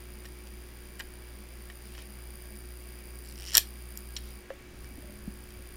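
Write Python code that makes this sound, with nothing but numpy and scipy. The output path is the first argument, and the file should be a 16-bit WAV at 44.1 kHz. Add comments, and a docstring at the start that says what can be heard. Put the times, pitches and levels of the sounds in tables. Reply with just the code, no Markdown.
"""A memory module is pushed into a laptop board: ticks, creaks against the spring clips, a snap home.
Contacts are gritty cracks plus decaying board modes; rubs and squeaks are band noise, bench bumps damped sines.
The microphone line picks up mains hum and a switching supply's whine, gated twice a mains cycle.
Fans hiss as band noise, arms rumble on the bench, and a small room adds a noisy tail to the handling."""
import sys
import numpy as np
from scipy import signal
from scipy.fft import rfft, irfft
from scipy.io import wavfile
from scipy.ndimage import uniform_filter1d, map_coordinates

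SR = 44100
rng = np.random.default_rng(int(sys.argv[2]) if len(sys.argv) > 2 else 0)


def unload_audio(sound):
    """Save the sound as a 16-bit wav file, at the path given as the first command line argument."""
    columns = np.transpose(np.atleast_2d(sound))
    # keep every value between -1 and 1, then stretch to whole-number steps
    steps = np.round(np.clip(columns, -1, 1) * 32767)
    wavfile.write(sys.argv[1], SR, steps.astype(np.int16))


N = 254350
T = np.arange(N) / SR  # s


def undb(db):
    """Amplitude ratio of a level in dB."""
    return 10 ** (np.asarray(db) / 20)


def fade(t, t60):
    """Exponential decay, -60 dB at t60."""
    return np.exp(-np.log(1000) * t / t60)


def sine(hz, t):
    """Sine at hz, zero phase at t = 0."""
    return np.sin(2 * np.pi * hz * t)


def band(x, hz, width_hz):
    """Band-pass around hz."""
    edges_hz = np.clip([hz - width_hz / 2, hz + width_hz / 2], 5, .49 * SR)
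    return signal.sosfilt(signal.butter(2, edges_hz, "band", fs=SR, output="sos"), x)


def noise(hz, width_hz):
    """Band noise of unit RMS."""
    x = band(rng.standard_normal(N), hz, width_hz)
    return x / x.std()


def walk(rate_hz):
    """Random values held 1 / rate_hz and slewed twice; spread near 1."""
    hold = int(SR / rate_hz)
    steps = np.repeat(rng.standard_normal(N // hold + 1), hold)
    return 1.3 * uniform_filter1d(uniform_filter1d(steps, hold), hold)[:N]


def add(out, start_s, x):
    """Mix x into out at start_s."""
    i = int(start_s * SR)
    out[i:i + len(x)] += x[:N - i]


# hum: mains multiple, level over pickup/dB, crest into the cycle/ms
HUM = [(1, 11.5, 10.9), (2, -2.5, .7)]
MAINS_HZ = 59.988


def hum():
    """Mains multiples, swaying together in level."""
    out = np.zeros(N)
    for multiple, db, crest_ms in HUM:
        turn = 2 * np.pi * multiple * MAINS_HZ * (T - crest_ms / 1000)
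        out += np.sqrt(2) * undb(db) * np.cos(turn)
    return out * undb(1.1 * walk(15))


# rectifier bursts: middle into the cycle/ms, length/ms, switching multiples 1 to 3/dB (three columns),
# spike before a gain of 0.3/dB, fizz/dB; all levels over pickup
BURSTS = [(5.6, 4.77, 3.7, 12.5, 6.4, 12.5, 1.5), (14.5, 4.6, 2.5, -1.5, 2.5, 8, -6)]
SWITCH_HZ, SWITCH_SCATTER, SWITCH_SAG = 4790, .008, .035  # mid-burst rate; shares of it


def switching():
    """The supply switches only while its rectifier conducts, restarting each time."""
    out = np.zeros(N)
    cycle = (T * MAINS_HZ).astype(int)
    fizz = noise(12100, 6900)
    for middle_ms, length_ms, *multiples_db, spike_db, fizz_db in BURSTS:
        chance = rng.standard_normal((cycle[-1] + 1, 3))[cycle].T  # one draw a cycle
        t = T - cycle / MAINS_HZ - middle_ms / 1000 + 2e-5 * chance[0]
        u = np.clip(t * 2000 / length_ms, -1, 1)  # -1 to 1 across the burst
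        gate = np.cos(np.pi * u / 2) ** 2 * undb(1.86 * chance[1])
        # the rate sags in the middle of the burst
        rate_hz = SWITCH_HZ * (1 + SWITCH_SCATTER * chance[2]) * (1 + SWITCH_SAG * u ** 2)
        for k, db in enumerate(multiples_db, 1):
            out += gate * undb(db) * sine(k * rate_hz, t)
        out += undb(fizz_db) * np.sqrt(gate) * fizz
        # spike as the diodes open
        out += .3 * undb(spike_db) * fizz * np.exp(-((u + 0.84) / 0.13) ** 2)
    return out


# line pickup of the mains, dropping while a hand shifts its grip: t/s, level/dB
PICKUP = [(0, -58), (1.4, -58.5), (2.5, -56), (4.36, -56), (4.43, -65.5), (4.72, -65.5), (4.82, -58.5)]


def mains():
    """Hum and switching whine scaled by the line pickup."""
    return undb(np.interp(T, *np.transpose(PICKUP))) * (hum() + switching())


# fan and room spectrum: f/Hz, relative density/dB per Hz
AIR = [(25, -7.5), (60, -24), (160, -21), (300, -18), (530, -25), (1000, -30), (2260, -27), (4100, -36.5),
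       (7000, -38.5), (11000, -55), (16000, -47)]
# fan lines: f/Hz, width/Hz, level/dB
FAN_LINES = [(207.9, 13, -60), (1118, 12.3, -73), (1636, 15.5, -71), (2300, 66, -66.5)]
AIR_DB, TRANSFORMER_DB = -52.5, -58  # RMS: all bands together; sixth mains multiple


def air():
    """Third-octave bands that flicker a little, fan lines and an airborne transformer tone."""
    hiss = np.zeros(N)
    hz_at, db_at = np.transpose(AIR)
    for hz in 25 * 2 ** np.arange(0, 9.4, 1 / 3):
        density_db = np.interp(np.log(hz), np.log(hz_at), db_at)
        hiss += undb(density_db + 10 * np.log10(hz) + .7 * walk(8)) * noise(hz, hz / 4)
    tone = np.sqrt(2) * undb(TRANSFORMER_DB + .9 * walk(5)) * sine(6 * MAINS_HZ, T)
    lines = sum(undb(db) * noise(hz, width_hz) for hz, width_hz, db in FAN_LINES)
    return hiss * undb(AIR_DB) / hiss.std() + tone + lines


# arms on the bench: t/s, level/dB
RUMBLE = [(0, -63), (4.3, -66), (4.82, -49), (5.1, -51.5), (5.77, -54.5)]


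def rumble():
    """Arms on the bench: wavering low band noise."""
    return undb(np.interp(T, *np.transpose(RUMBLE)) + 1.9 * walk(20)) * noise(52, 100)


# modes of module, clips and board: f/Hz, level/dB, t60/s
BOARD = [(711, -18.5, 0.074), (895, -30, 0.03), (1147, -19, 0.14), (1370, -12, 0.012), (1677, -4.5, 0.036),
         (1821, 3, 0.054), (2000, -9, 0.033), (2480, -8.5, 0.05), (2954, 0.5, 0.06), (3267, -2, 0.053),
         (3810, -6.5, 0.043), (4260, -3.5, 0.018), (4900, -3.5, 0.014), (5230, -6.5, 0.018),
         (5590, 4, 0.03), (6500, -13, 0.032), (7240, -1, 0.03), (7700, -2.5, 0.03), (8700, -3, 0.015),
         (9500, -8, 0.011), (11000, -8, 0.008), (12070, -2, 0.029), (13130, 1.5, 0.0064), (14100, -8, 0.01),
         (15600, -30, .014)]
# contact colour: lower edge, centre, upper edge; f/Hz
COLOUR_HZ = (1700, 5500, 12500)
CLIP_OCTAVES = .12  # width of the spring clips' modes around the centre


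def blow(db, tilt_db, narrow_db, clip_db, scrape_ms, damping, scatter_db=1.5, crack_db=5):
    """A short gritty push cracks in the air and swells every board mode, damped by the fingers."""
    t, scrape_s = T[:SR // 8], scrape_ms / 1000
    low, centre, high = COLOUR_HZ

    def octaves(hz):
        return np.log2(np.clip(hz, low, high) / centre)

    def colour(hz):
        return undb(tilt_db * octaves(hz) - narrow_db * octaves(hz) ** 2)

    hz, mode_db, t60 = np.transpose(BOARD)[:, :, None]
    mode_db = mode_db + clip_db * np.exp(-(octaves(hz) / CLIP_OCTAVES) ** 2)
    chance = rng.standard_normal((3, len(BOARD), 1))  # level, pitch, phase
    # each mode flutters in level, and decays once the scrape length is over
    flutter = rng.standard_normal((len(BOARD), len(t)))
    uneven = 1 + 2.2 * uniform_filter1d(flutter, size=24, axis=1)
    decay = fade(np.maximum(t - scrape_s, 0), t60 * np.clip(damping, .1, 2))
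    swell = uneven * np.minimum(t / 0.00033, 1) * decay
    phase = 2 * np.pi * (hz * (1 + 0.0087 * chance[1]) * t + chance[2])
    ring = undb(mode_db + scatter_db * chance[0]) * colour(hz) * swell * np.sin(phase)
    grit = rng.standard_normal(len(t)) * np.minimum(t / 0.00062, 1) * np.exp(-(t / scrape_s) ** 2)
    bins_hz = np.arange(len(t) + 1) * SR / len(t) / 2
    crack = irfft(rfft(grit, 2 * len(t)) * colour(bins_hz))[:len(t)]
    # so small a part radiates no bass
    return undb(db) * band(ring.sum(0) + undb(crack_db) * crack, 8340, 16020)


# blows on module and board: t/s, level/dB, brightness/dB per octave, narrowing/dB per octave squared,
# extra clip ring/dB, scrape length/ms, ring share of free decay
BLOWS = [(.246, -60, -6, -1, -4, 1.9, 0.28), (0.2535, -55, -3.5, 0, 2, 8, .3),
         (.471, -55, -5, 7, -5, 1.9, .3), (0.993, -52, 0, -1, -4, 8, .3),
         (.9995, -54, -10, -0.5, -4, 1.3, 0.41), (1.0045, -41.5, -8, 4, -6, 2.3, 0.32),
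         (1.008, -58.5, -12.5, 0, -4, 2.7, .35), (1.700, -55.5, -9.5, 1.5, -4, 1.2, 0.59),
         (1.95, -57.5, -7.5, 3.5, -3, 3.4, .33), (1.979, -57.5, -10, 1, 6, 1.8, .24),
         (1.988, -59.5, -8, 2.5, -4, 7.4, .3), (2.562, -56, 1, 1, -1, 1.5, .3),
         (3.534, -42, -1, 2.5, 0, 3, 0.69), (3.543, -32, -0.5, 4, -3, 4.5, .66),
         (3.5465, -42, -5.5, 0.5, -3, 3, 1.4), (3.5514, -19, 6, 13, 6, 1.9, .2),
         (3.554, -26, 0.5, 2, 0, 1.7, 0.46), (3.5612, -31, -4.5, 0.5, 0, 1.3, 0.44),
         (3.5704, -15, 5.5, 0.5, -8, 1.6, 0.34), (3.5787, -17.5, 2.5, 2, 3, 2.54, .3),
         (3.597, -55, -3, 0.5, 0, 2.9, .39), (3.974, -42, 11, 4.5, 3.5, 1.15, 0.14),
         (4.165, -35, -12.5, 11.5, -0.5, 1.2, 0.44), (4.1675, -41.5, -8, 10.5, 4, 5.8, .4),
         (4.182, -61, -5, 1, -3, 4, .5), (4.5029, -63, -17.5, 2, 0, 1.2, .2),
         (4.844, -55, -3, 2, 3, 1.5, .26), (5.504, -59, -3, 3, 1, 2.3, .28)]


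def blows():
    """Single contacts of module and board, up to the snap and after it."""
    out = np.zeros(N)
    for start_s, *contact in BLOWS:
        add(out, start_s, blow(*contact))
    return out


# fingers sliding on the board: t/s, length/s, final level/dB, swell/dB per s
RUBS = [(1.815, 0.21, -58.5, 26), (3.4, .14, -46, 102), (4.24, 0.067, -60, 5)]
RUB_EDGE_S = 0.036


def rubs():
    """Sliding fingers: band noise that swells and wavers."""
    out = np.zeros(N)
    for start_s, length_s, db, swell_db_per_s in RUBS:
        end_s = start_s + length_s
        touch = np.clip(np.minimum(T - start_s, end_s - T) / RUB_EDGE_S + 1, 0, 1)
        level_db = db + swell_db_per_s * np.minimum(T - end_s, 0) + 1.3 * walk(150)
        out += touch * undb(level_db) * noise(3960, 3600)
    return out


# runs of slips of the module edge along the clips: t/s, slips, rate/slips per s
CREAKS = [(3.248, 7, 80), (3.357, 1, 80), (3.378, 9, 95), (3.470, 7, 220), (3.507, 3, 91)]
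# contact of every slip: as the BLOWS columns after the level
SLIP = (-2, 7.5, -6, 1.05, 0.18)
SLIP_JITTER, SLIP_DB, SLIP_GROWTH_DB_PER_S = .08, -52.5, 43.5  # share of a gap; start of first run; growth
NOTCH_HZ, NOTCH_RISE_HZ_PER_S, ECHO_SHARE = 3150, 3000, .6


def creaks():
    """The module edge sticks and slips along the clips in uneven runs, louder as the push grows."""
    out = np.zeros(N)
    for start_s, count, rate_hz in CREAKS:
        jitter = SLIP_JITTER * rng.standard_normal(count)
        for slip_s in start_s + (np.arange(count) + jitter) / rate_hz:
            pushed_s = slip_s - CREAKS[0][0]
            slip = blow(SLIP_DB + SLIP_GROWTH_DB_PER_S * pushed_s, *SLIP)
            # inverted board echo weakens multiples of a pitch that rises as the module sinks
            delay_samples = SR / (NOTCH_HZ + NOTCH_RISE_HZ_PER_S * pushed_s)
            echo = map_coordinates(slip, [np.arange(len(slip)) - delay_samples])
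            add(out, slip_s, slip - ECHO_SHARE * echo)
    return out


# dull bumps on the bench: t/s, level/dB, ring f/Hz, t60/s
BUMPS = [(4.5043, -26, 548, 0.055), (4.910, -39, 250, .05), (4.978, -35.5, 268, 0.083),
         (5.042, -36, 211, 0.047), (5.096, -35, 233, 0.041), (5.277, -21, 198, 0.042)]


def bumps():
    """The bench top gives one ring, a stiffer overtone and a slow sway."""
    out = np.zeros(N)
    t = T[:SR // 5]
    for start_s, db, hz, t60 in BUMPS:
        push = np.minimum(t * hz * 2, 1)  # a soft blow takes half a ring to land
        ring = sine(hz, t) * fade(t, t60)
        overtone = 0.64 * sine(2.1 * hz, t) * fade(t, 0.2 * t60)
        sway = 0.22 * sine(45, t) * fade(t, 0.11)
        add(out, start_s, -undb(db) * push * (ring + overtone + sway))
    return out


# faint squeaks: t/s, length/s, f/Hz, level/dB
SQUEAKS = [(4.97, 0.21, 590, -56), (5.572, 0.068, 556, -58)]


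def squeaks():
    """Narrow-band noise under half-sine swells."""
    out = np.zeros(N)
    for start_s, length_s, hz, db in SQUEAKS:
        swell = np.sin(np.pi * np.clip((T - start_s) / length_s, 0, 1))
        out += undb(db) * swell * noise(hz, 43)
    return out


# room tail: f/Hz, relative level/dB, t60/s
ROOM = [(690, -17, 0.14), (1900, -14.5, 0.1), (2970, -11.5, 0.18), (5400, -20, 0.098), (9000, -17, 0.22),
        (13000, -7, 0.12)]


def room(dry):
    """A short noisy tail, each band with its own decay."""
    t = T[:SR // 3]
    tail = np.zeros(len(t))
    for hz, db, t60 in ROOM:
        hiss = band(rng.standard_normal(len(t)), hz, hz)
        tail += undb(db) * hiss * fade(t, t60) / np.sqrt(hz * t60)
    return signal.fftconvolve(dry, tail * np.minimum(t / 0.0015, 1))[:N]


def scene():
    """Handling with its room tail, over rumble, line pickup and air."""
    hands = creaks() + blows() + rubs() + bumps() + squeaks()
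    bench = rumble()
    return (hands + room(hands) + mains() + bench + air())[None]


TOP_HZ = 15900


def record(dry):
    """The loudest peaks are rounded and the top is cut."""
    rounded = np.tanh(dry / 0.94) * 0.82
    return signal.sosfilt(signal.ellip(10, .2, 80, TOP_HZ, fs=SR, output="sos"), rounded)


dry = scene()
out = record(dry)
unload_audio(out)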